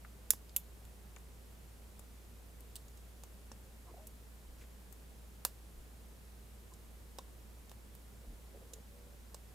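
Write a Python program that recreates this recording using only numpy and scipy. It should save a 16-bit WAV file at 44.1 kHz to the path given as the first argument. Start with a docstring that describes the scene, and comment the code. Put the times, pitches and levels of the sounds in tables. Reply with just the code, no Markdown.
"""Three sharp snaps of plastic pins and connectors pressed by hand into plastic beams in a small quiet room.
Each snap is two quick landings and a rattle, filtered by the ring of the plastic; the room answers.
Fainter ticks are built the same way. Finger rubs are jerky noise in gliding resonances; squeaks are thin tones.
Behind them, soft hand bumps and a low motor hum are sines; a steady hiss and a faint rumble are noise."""
import sys
import numpy as np
from scipy import signal
from scipy.fft import rfft, irfft
from scipy.io import wavfile
from scipy.ndimage import uniform_filter1d

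SR = 44100
rng = np.random.default_rng(int(sys.argv[2]) if len(sys.argv) > 2 else 0)


def materialize(psi):
    """Save the field psi as 16-bit PCM at rate SR to the path in sys.argv[1].

    A 1-D psi becomes a single channel; in a 2-D psi each row is a channel.
    """
    bounded = np.clip(np.atleast_2d(psi).T, -1, 1)
    quanta = np.round(bounded * 32767).astype(np.int16)
    wavfile.write(sys.argv[1], SR, quanta)


N = 420713  # length in samples, about 9.5 s

SWAP_S = 2.4  # clicks before this time are in a stack of parts, later ones in a single bent beam


def gain_of(db):
    """Turns decibels into an amplitude factor."""
    return 10 ** (np.asarray(db) / 20)


def evened(x):
    """Scales a signal to an rms of 1."""
    return x / np.sqrt(np.mean(x ** 2) + 1e-20)


def read(points, hz):
    """Reads a table of (frequency, value) between its points, on a log-frequency axis."""
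    f, value = np.transpose(points)
    return np.interp(np.log(hz + 1), np.log(f + 1), value)


def add(mix, s, sound):
    """Adds a sound to both channels from time s, cut off at the end of the mix."""
    part = mix[:, max(round(s * SR), 0):][:, :sound.shape[-1]]
    part += sound[..., :part.shape[1]]


def pair(size, likeness):
    """Makes two channels of white noise that are partly alike."""
    a, b = rng.standard_normal((2, size))
    mixed = likeness * a + np.sqrt(1 - likeness ** 2) * b
    return np.array([mixed, a])


def causal(gain):
    """Finds the quickest-starting (minimum-phase) impulse response with this gain spectrum."""
    both_halves = np.r_[gain, gain[-2:0:-1]]
    log_gain = np.log(np.maximum(both_halves, 1e-6))
    spectrum = np.exp(np.conj(signal.hilbert(log_gain)))
    return irfft(spectrum[:len(gain)])


def coloured(sound, gains):
    """Filters each channel by its own gain spectrum."""
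    responses = np.array([causal(gain) for gain in gains])
    return signal.fftconvolve(sound, responses, axes=1)


def colour(sound):
    """Finds the smoothed gain spectrum of a short sound."""
    power = np.abs(rfft(sound, 2048)) ** 2
    return np.sqrt(uniform_filter1d(power, size=19))


def air(hiss_db=-61.3, rumble_db=-66, rumble_hz=85):
    """Room noise: steady noise shaped over frequency, over a faint rumble of low-passed noise."""
    # shape of the hiss: f/Hz, relative level per Hz/dB
    air_levels = [(53, -27), (90, 2), (117, -2), (165, -3.5), (201, -1), (266, -7.5), (330, -8.5),
                  (430, -7.5), (620, -12), (1320, -17.5), (2800, -21), (4750, -23.5), (6400, -24.1),
                  (7200, -22.5), (11600, -23.5), (12300, -23.5), (13000, -24.5), (14700, -25), (16000, -39)]
    # how alike left and right are: f/Hz, likeness (1 = the same)
    air_likeness = [(60, 0.28), (150, 0.57), (380, 0.61), (950, 0.22), (2380, 0.093), (5980, 0.52),
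                    (15000, 1)]
    # balance of the hiss: f/Hz, left over right/dB
    air_lean = [(60, 0), (240, -1), (950, -1), (3770, -1), (15000, 0)]
    hz = np.fft.rfftfreq(N, 1 / SR)
    a, b = rfft(rng.standard_normal((2, N)))
    same = read(air_likeness, hz)
    noise = np.array([a, same * a + np.sqrt(1 - same ** 2) * b])
    side_db = np.outer([.5, -.5], read(air_lean, hz))
    hiss = irfft(noise * gain_of(read(air_levels, hz) + side_db), N)
    hiss = gain_of(hiss_db) * hiss / hiss.mean(0).std()  # level of the average of both channels
    rumble_gain = hz / (hz + 40) / (1 + (hz / rumble_hz) ** 6)
    rumble = irfft(rfft(pair(N, likeness=0.8)) * rumble_gain, N)
    return hiss + gain_of(rumble_db) * evened(rumble)


def hum(hum_hz=58.25, hum_db=-55.3, octave_db=-23, left_over_right_db=-1):
    """A distant motor: one steady low sine and a weak one an octave above."""
    angle = 2 * np.pi * hum_hz * np.arange(N) / SR
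    tone = np.sin(angle) + gain_of(octave_db) * np.sin(2 * angle)
    sides = gain_of([[left_over_right_db / 2], [-left_over_right_db / 2]])
    return gain_of(hum_db) * evened(tone) * sides


def bumps(bump_s=0.13):
    """Soft bumps of the hands: short low sines that swell and fade."""
    # t/s, peak level/dB, f/Hz
    bump_list = [(4.43, -52, 30.5), (5.72, -49, 30), (8.245, -45, 42.5)]
    out = np.zeros((2, N))
    for s, db, hz in bump_list:
        t = np.arange(int(bump_s * SR)) / SR
        add(out, s, gain_of(db) * np.sin(2 * np.pi * hz * t) * np.hanning(len(t)))
    return out


def squeaks(waver=.006, flutter_db=2):
    """Under a tight, steady grip the skin slips regularly: thin tones, wavering in pitch and level."""
    # t/s, length/s, rms level/dB, pitch at start/Hz, pitch at end/Hz (before the waver)
    squeak_list = [(3.862, 0.039, -70, 715, 694), (3.963, 0.026, -62, 740, 700),
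                   (3.994, 0.069, -66.5, 645, 624), (8.729, 0.098, -69, 455, 490),
                   (8.8, 0.39, -74, 568, 573), (8.92, 0.19, -71.5, 480, 490)]
    out = np.zeros((2, N))
    for s, length, db, start_hz, end_hz in squeak_list:
        size = int(length * SR)
        slow_noise = uniform_filter1d(rng.standard_normal((2, SR)), size=1200)
        drift, grip = evened(slow_noise)[:, :size]
        hz = np.linspace(start_hz, end_hz, size) * (1 + waver * drift)
        tone = np.sin(2 * np.pi * np.cumsum(hz) / SR)
        tone = tone * gain_of(flutter_db * grip) * signal.windows.tukey(size, .5)
        add(out, s, gain_of(db) * evened(tone))
    return out


def resonate(x, hz, width):
    """Filters x by a resonance of gain 1 whose frequency follows the curve hz."""
    turn = np.exp(2j * np.pi * np.cumsum(hz) / SR)
    r = np.exp(-np.pi * width / SR)
    # shift the resonance down to zero, smooth there, shift back
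    return 2 * (turn * signal.lfilter([1 - r], [1, -r], x / turn)).real


def rubs(grip_db=2.5):
    """Fingertips on plastic: skin sticks and slips in uneven jerks through a gliding resonance."""
    # t/s, length/s, rms level/dB, resonance at start/Hz, at end/Hz, width of each of two filters/Hz
    rub_list = [(3.862, 0.066, -66.5, 1120, 935, 280), (3.893, 0.03, -61, 418, 400, 200),
                (3.933, 0.019, -60, 660, 690, 200), (3.936, 0.02, -62, 450, 400, 200),
                (3.962, 0.06, -65.5, 640, 587, 300), (4.6, 0.054, -68, 2600, 1400, 3000),
                (4.575, 0.075, -70, 5000, 7500, 9000), (6.709, 0.024, -64.5, 1020, 985, 90),
                (8.211, 0.05, -65.5, 470, 430, 260), (8.27, 0.11, -66.5, 235, 205, 130),
                (8.537, 0.048, -59, 444, 420, 260), (8.586, 0.095, -65, 490, 440, 240),
                (8.69, 0.12, -64, 438, 470, 190)]
    out = np.zeros((2, N))
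    for s, length, db, start_hz, end_hz, width in rub_list:
        size = int(length * SR)
        hz = np.linspace(start_hz, end_hz, size)
        grip = evened(uniform_filter1d(rng.standard_normal(SR), size=200))
        slips = (pair(SR, likeness=0.99) * gain_of(grip_db * grip))[:, :size]
        rub = np.array([resonate(resonate(side, hz, width), hz, width) for side in slips])
        add(out, s, gain_of(db) * evened(rub * signal.windows.tukey(size, .5)))
    return out


def room_tail(size, wall_s=0.017, wall_spread_s=0.00053, wall_db=-3):
    """The room's echoes: noise whose bands each die at their own speed, with a swell from the nearest wall."""
    # how fast the room goes quiet: f/Hz, time to fall by 60 dB/s
    room_decay = [(300, 0.27), (1500, 0.079), (4000, 0.18), (8000, 0.13), (15000, 0.12)]
    hz, t, bands = signal.stft(pair(size, likeness=0.91), SR, nperseg=256)
    fade = gain_of(-60 * t / read(room_decay, hz)[:, None])
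    tail = signal.istft(bands * fade, SR, nperseg=256)[1][:, :size]
    t = np.arange(size) / SR
    build_up = 1 - np.exp(-t / 0.00092)
    wall = gain_of(wall_db) * np.exp(-((t - wall_s) / wall_spread_s) ** 2)
    tail = tail * (build_up + wall)
    return tail / np.linalg.norm(tail[0])


def contact(hz, click_db, ring_hz, slope_db, thud_db, thud_hz=657, thud_slope_db=10):
    """Spectrum of one contact: a click falling away on both sides of the small part's ring, over a low thud."""
    bright = click_db - slope_db * np.abs(np.log2((hz + 1) / ring_hz))
    # the thud is flat up to thud_hz and falls by thud_slope_db per octave above
    low = thud_db - thud_slope_db * np.maximum(np.log2((hz + 1) / thud_hz), 0)
    return np.hypot(gain_of(bright), gain_of(low))


def flex(hz, flex_hz, flex_db, width_share=.28):
    """Lifts the one bending resonance picked by the place of contact and the grip."""
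    # width_share is the width as a share of the frequency
    return np.hypot(1, gain_of(flex_db) / (1 + (2 * (hz / flex_hz - 1) / width_share) ** 2))


def plastic(hz, modes, force, ring_hz, ring_db, valley_db=-3.5, ring_width_hz=780):
    """Spectrum of the short ring of a beam and of the small part that strikes it."""
    power = gain_of(valley_db) ** 2  # floor between the resonances
    for f, width, db in modes:
        power = power + gain_of(db) ** 2 / (1 + (2 * (hz - f) / width) ** 2) ** 2
    power = power * (1 + gain_of(ring_db) ** 2 / (1 + (2 * (hz - ring_hz) / ring_width_hz) ** 2))
    power = power / uniform_filter1d(power, size=220)  # keep the peaks, flatten the broad tilt
    low_cut = 1 / (1 + (240 / (hz + 1)) ** 2)  # small parts give off little bass
    high_cut = 1 / np.sqrt(1 + (hz / 15400) ** 36)
    return np.sqrt(power) * low_cut * high_cut * force


def prongs(t, gap_s, second_db=-10, spread_s=.0008):
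    """The two prongs of a split pin land in turn; bending waves carry the treble ahead of the bass."""
    hz = np.fft.rfftfreq(len(t), 1 / SR)
    landings = 1 + gain_of(second_db) * np.exp(-2j * np.pi * hz * gap_s)
    delay = spread_s * (1 - hz / hz[-1])
    blow = irfft(landings * np.exp(-2j * np.pi * np.cumsum(delay) * hz[1]), len(t))
    blow = blow * (t < .005)
    return blow / np.linalg.norm(blow)


def rattle(t, rise_s=.0008, t60_s=.021, uneven_db=2):
    """A pin chatters in its hole: random pushes of uneven strength that start fast and fade."""
    uneven = evened(uniform_filter1d(rng.standard_normal(len(t)), size=20))
    pushes = np.sign(pair(len(t), likeness=.85))
    chatter = pushes * gain_of(-60 * t / t60_s) * (1 - np.exp(-t / rise_s))
    chatter = chatter * gain_of(uneven_db * uneven)
    # light contacts carry little bass
    chatter = signal.lfilter(*signal.butter(1, 1200, "high", fs=SR), chatter)
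    return chatter / np.linalg.norm(chatter[0])


def lingering(t, rings, hz, strength):
    """A few sharp resonances sing on after the blow, each as strongly as the blow excites it."""
    phases = rng.uniform(0, 2 * np.pi, len(rings))
    out = np.zeros((2, len(t)))
    for (f, db, t60), phase in zip(rings, phases):
        fade = gain_of(-60 * t / t60)
        level = gain_of(db) * np.array([np.interp(f, hz, side) for side in strength])
        out += np.outer(level, np.sin(2 * np.pi * f * t + phase) * 2 * fade / fade.sum())
    return out


def click(s, hz, force, ring_hz, ring_db, chatter_db, pan_db, lean_full_hz=5500, ring_aim_db=9):
    """A pin springs home, chatters in its hole for some milliseconds, and the room answers."""
    # broad resonances of the stack, then of the bent beam: f/Hz, width/Hz, relative level/dB
    stack_modes = [(506, 560, -1), (1110, 300, 4), (1770, 1700, 8), (2710, 500, 2), (3650, 580, 5),
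                   (5320, 1300, 0.5), (7250, 1600, 5), (9530, 900, 7.5), (10700, 2000, 3),
                   (12100, 2600, 10), (14400, 1400, 2)]
    beam_modes = [(250, 140, -1), (553, 120, 4), (760, 84, 4.5), (1035, 360, 8), (1690, 410, 4.5),
                  (2750, 590, 9), (3700, 890, 4), (5150, 980, -1), (6940, 2100, 2), (8000, 1700, -1),
                  (9600, 600, -1), (12040, 1200, -2), (14400, 600, -11)]
    # sharp resonances that outlast the blow: f/Hz, level over the broad ring/dB, time to fall by 60 dB/s
    stack_rings = [(2650, -5, .06), (3460, 3, .08), (6900, -3, .085), (10600, -11, .08), (12100, -19, .09)]
    beam_rings = [(1600, -12, .04), (4070, -4, 0.04), (6980, -3, 0.045), (9020, -4, .035)]
    if s < SWAP_S:
        modes, rings, gap_s, room_db = stack_modes, stack_rings, 0.000281, -14.5
    else:
        modes, rings, gap_s, room_db = beam_modes, beam_rings, 0.000214, -13
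    t = np.arange(SR // 4) / SR
    landing = prongs(t, gap_s)
    blow = landing + gain_of(chatter_db) * rattle(t)
    # chatter lengthens a click without changing its colour
    steady = colour(landing) / colour(blow.mean(0))
    # bass spreads to both sides alike; the treble leans fully from lean_full_hz up
    sides = gain_of(np.outer([.5, -.5], pan_db * np.minimum(hz / lean_full_hz, 1)))
    strength = plastic(hz, modes, force, ring_hz, ring_db) * sides / sides.mean(0)
    direct = coloured(blow, strength * steady)
    add(direct, 0, lingering(t, rings, hz, strength))
    # less of the small part's ring reaches the room
    spread = plastic(hz, modes, force, ring_hz, ring_db - ring_aim_db)
    echo = coloured(room_tail(len(t)), spread * np.sqrt(sides))
    return direct + gain_of(room_db) * echo


def ticks():
    """Light ticks and taps of parts touching: a click and a thud, with no knock."""
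    # levels are relative, before the plastic shapes them: t/s, click/dB, ring of the small part/Hz,
    # click slope/dB per octave, thud/dB, left over right in the treble/dB, ring/dB, flex/Hz, flex/dB
    tick_list = [(0.0481, -14, 1370, 18, -24, -4, 0, 2400, 6),
                 (0.0496, -22, 1400, 16, -37, -6, 8, 2200, -6), (0.3351, -18, 12200, 4, -8, -4, 0, 1080, 1),
                 (0.494, -25.5, 4700, 15, -41, -2, 2, 8200, 2),
                 (0.852, -33.5, 7400, 2, -39, -2, 4, 3200, 2),
                 (1.1626, -23, 2450, 9.5, -23, 16, 8, 6850, 10),
                 (1.1663, -23, 1400, 16, -19, 8, 0, 1150, 1), (1.1845, -34, 7800, 14, -40, 4, 5, 2500, 0),
                 (1.994, -26, 10900, 6, -20, 13, 3, 7500, -11),
                 (2.6064, -28, 12790, 8, -32, 10, 6, 9000, -6),
                 (2.756, -17.5, 8500, 7.5, -31, -4, 9, 3100, 10),
                 (2.7562, -22, 15300, 36, -45, -4, 20, 15000, 2),
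                 (2.7612, -25, 8200, 10, -38, -4, 4, 3900, 5),
                 (2.7631, -18.5, 8700, 8.5, -36, -4, 10, 4270, 12),
                 (2.882, -29, 6830, 12, -34, -3, 13, 4000, -6),
                 (2.9737, -30, 6990, 9, -40, -2, 8, 4000, -6),
                 (3.2357, -27.5, 8800, 1.5, -15.5, -4, 12, 6700, 8),
                 (3.5155, -26, 1650, 12, -11, -5, 2, 227, 15),
                 (3.5164, -25, 5850, 14, -26, -3, 13, 8300, 11),
                 (4.07, -20.5, 11300, 9.5, -41, -2, 12, 6500, -2),
                 (4.072, -24, 12000, 10, -37, -6, 10, 7500, -6),
                 (4.9256, -25.5, 12500, 8.5, -33, 15, 6, 8000, 3),
                 (6.737, -26, 7150, 12, -36, -4, 7, 4000, -6),
                 (7.1855, -19, 5500, 5.5, -6.5, -5, 7, 3700, 5.5),
                 (7.188, -29, 8000, 10, -16.5, -1, 11, 1030, 12),
                 (7.695, -30.5, 6090, 3, -29, -8, 4, 3700, 1),
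                 (7.7153, -29, 2800, 2, -14.5, -6, 1, 8000, 0),
                 (7.9508, -28.5, 12770, 7, -26, -8, 6, 8000, -6),
                 (8.7347, -17.5, 6950, 9, -34, -4, 9, 3600, -2),
                 (8.7376, -19.5, 6900, 14, -33, -6, 9, 3600, -4),
                 (9.3443, -20, 7500, 10, -15, -4, -5, 5100, 7),
                 (9.346, -22.5, 7500, 9.5, -17.5, -4, -5, 4600, 6)]
    out = np.zeros((2, N))
    hz = np.fft.rfftfreq(2048, 1 / SR)
    for s, click_db, ring_hz, slope_db, thud_db, pan_db, ring_db, flex_hz, flex_db in tick_list:
        force = contact(hz, click_db, ring_hz, slope_db, thud_db) * flex(hz, flex_hz, flex_db)
        chatter_db = -1 if s < SWAP_S else 2
        add(out, s, click(s, hz, force, ring_hz, ring_db, chatter_db, pan_db))
    return out


def snaps(knock_width_oct=0.68):
    """Pins snapping home: a full snap also gives a broad knock to the beam that it lands in."""
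    # levels are relative, before the plastic shapes them: t/s, click/dB, ring of the small part/Hz,
    # click slope/dB per octave, thud/dB, left over right in the treble/dB, knock/dB, knock/Hz,
    # ring/dB, chatter/dB, flex/Hz, flex/dB
    snap_list = [(0.3054, 10, 10400, 10, -8.5, -6, -5, 1750, 2, -1.5, 5200, 2),
                 (0.5633, 6.5, 12100, 13, -12.5, -4.5, -8.5, 2820, 12, 3, 3200, 2.5),
                 (5.4501, 0.5, 12400, 6, -1, -5, 1, 1380, -6, -0.5, 4600, 6)]
    out = np.zeros((2, N))
    hz = np.fft.rfftfreq(2048, 1 / SR)
    for (s, click_db, ring_hz, slope_db, thud_db, pan_db, knock_db, knock_hz,
         ring_db, chatter_db, flex_hz, flex_db) in snap_list:
        octaves_off = np.log2((hz + 1) / knock_hz)
        knock = gain_of(knock_db) / (1 + (octaves_off / knock_width_oct) ** 2) ** 2
        touch = contact(hz, click_db, ring_hz, slope_db, thud_db)
        force = np.hypot(touch, knock) * flex(hz, flex_hz, flex_db)
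        add(out, s, click(s, hz, force, ring_hz, ring_db, chatter_db, pan_db))
    return out


def scene():
    """Snaps, ticks and handling over the quiet room."""
    return air() + hum() + bumps() + squeaks() + rubs() + ticks() + snaps()


def record(dry, edge_hz=15900):
    """Removes the treble above edge_hz with a steep low-pass filter."""
    low_pass = signal.firwin(255, edge_hz, window=("kaiser", 9), fs=SR)
    return signal.oaconvolve(dry, low_pass[None], "same")


dry = scene()
out = record(dry)
materialize(out)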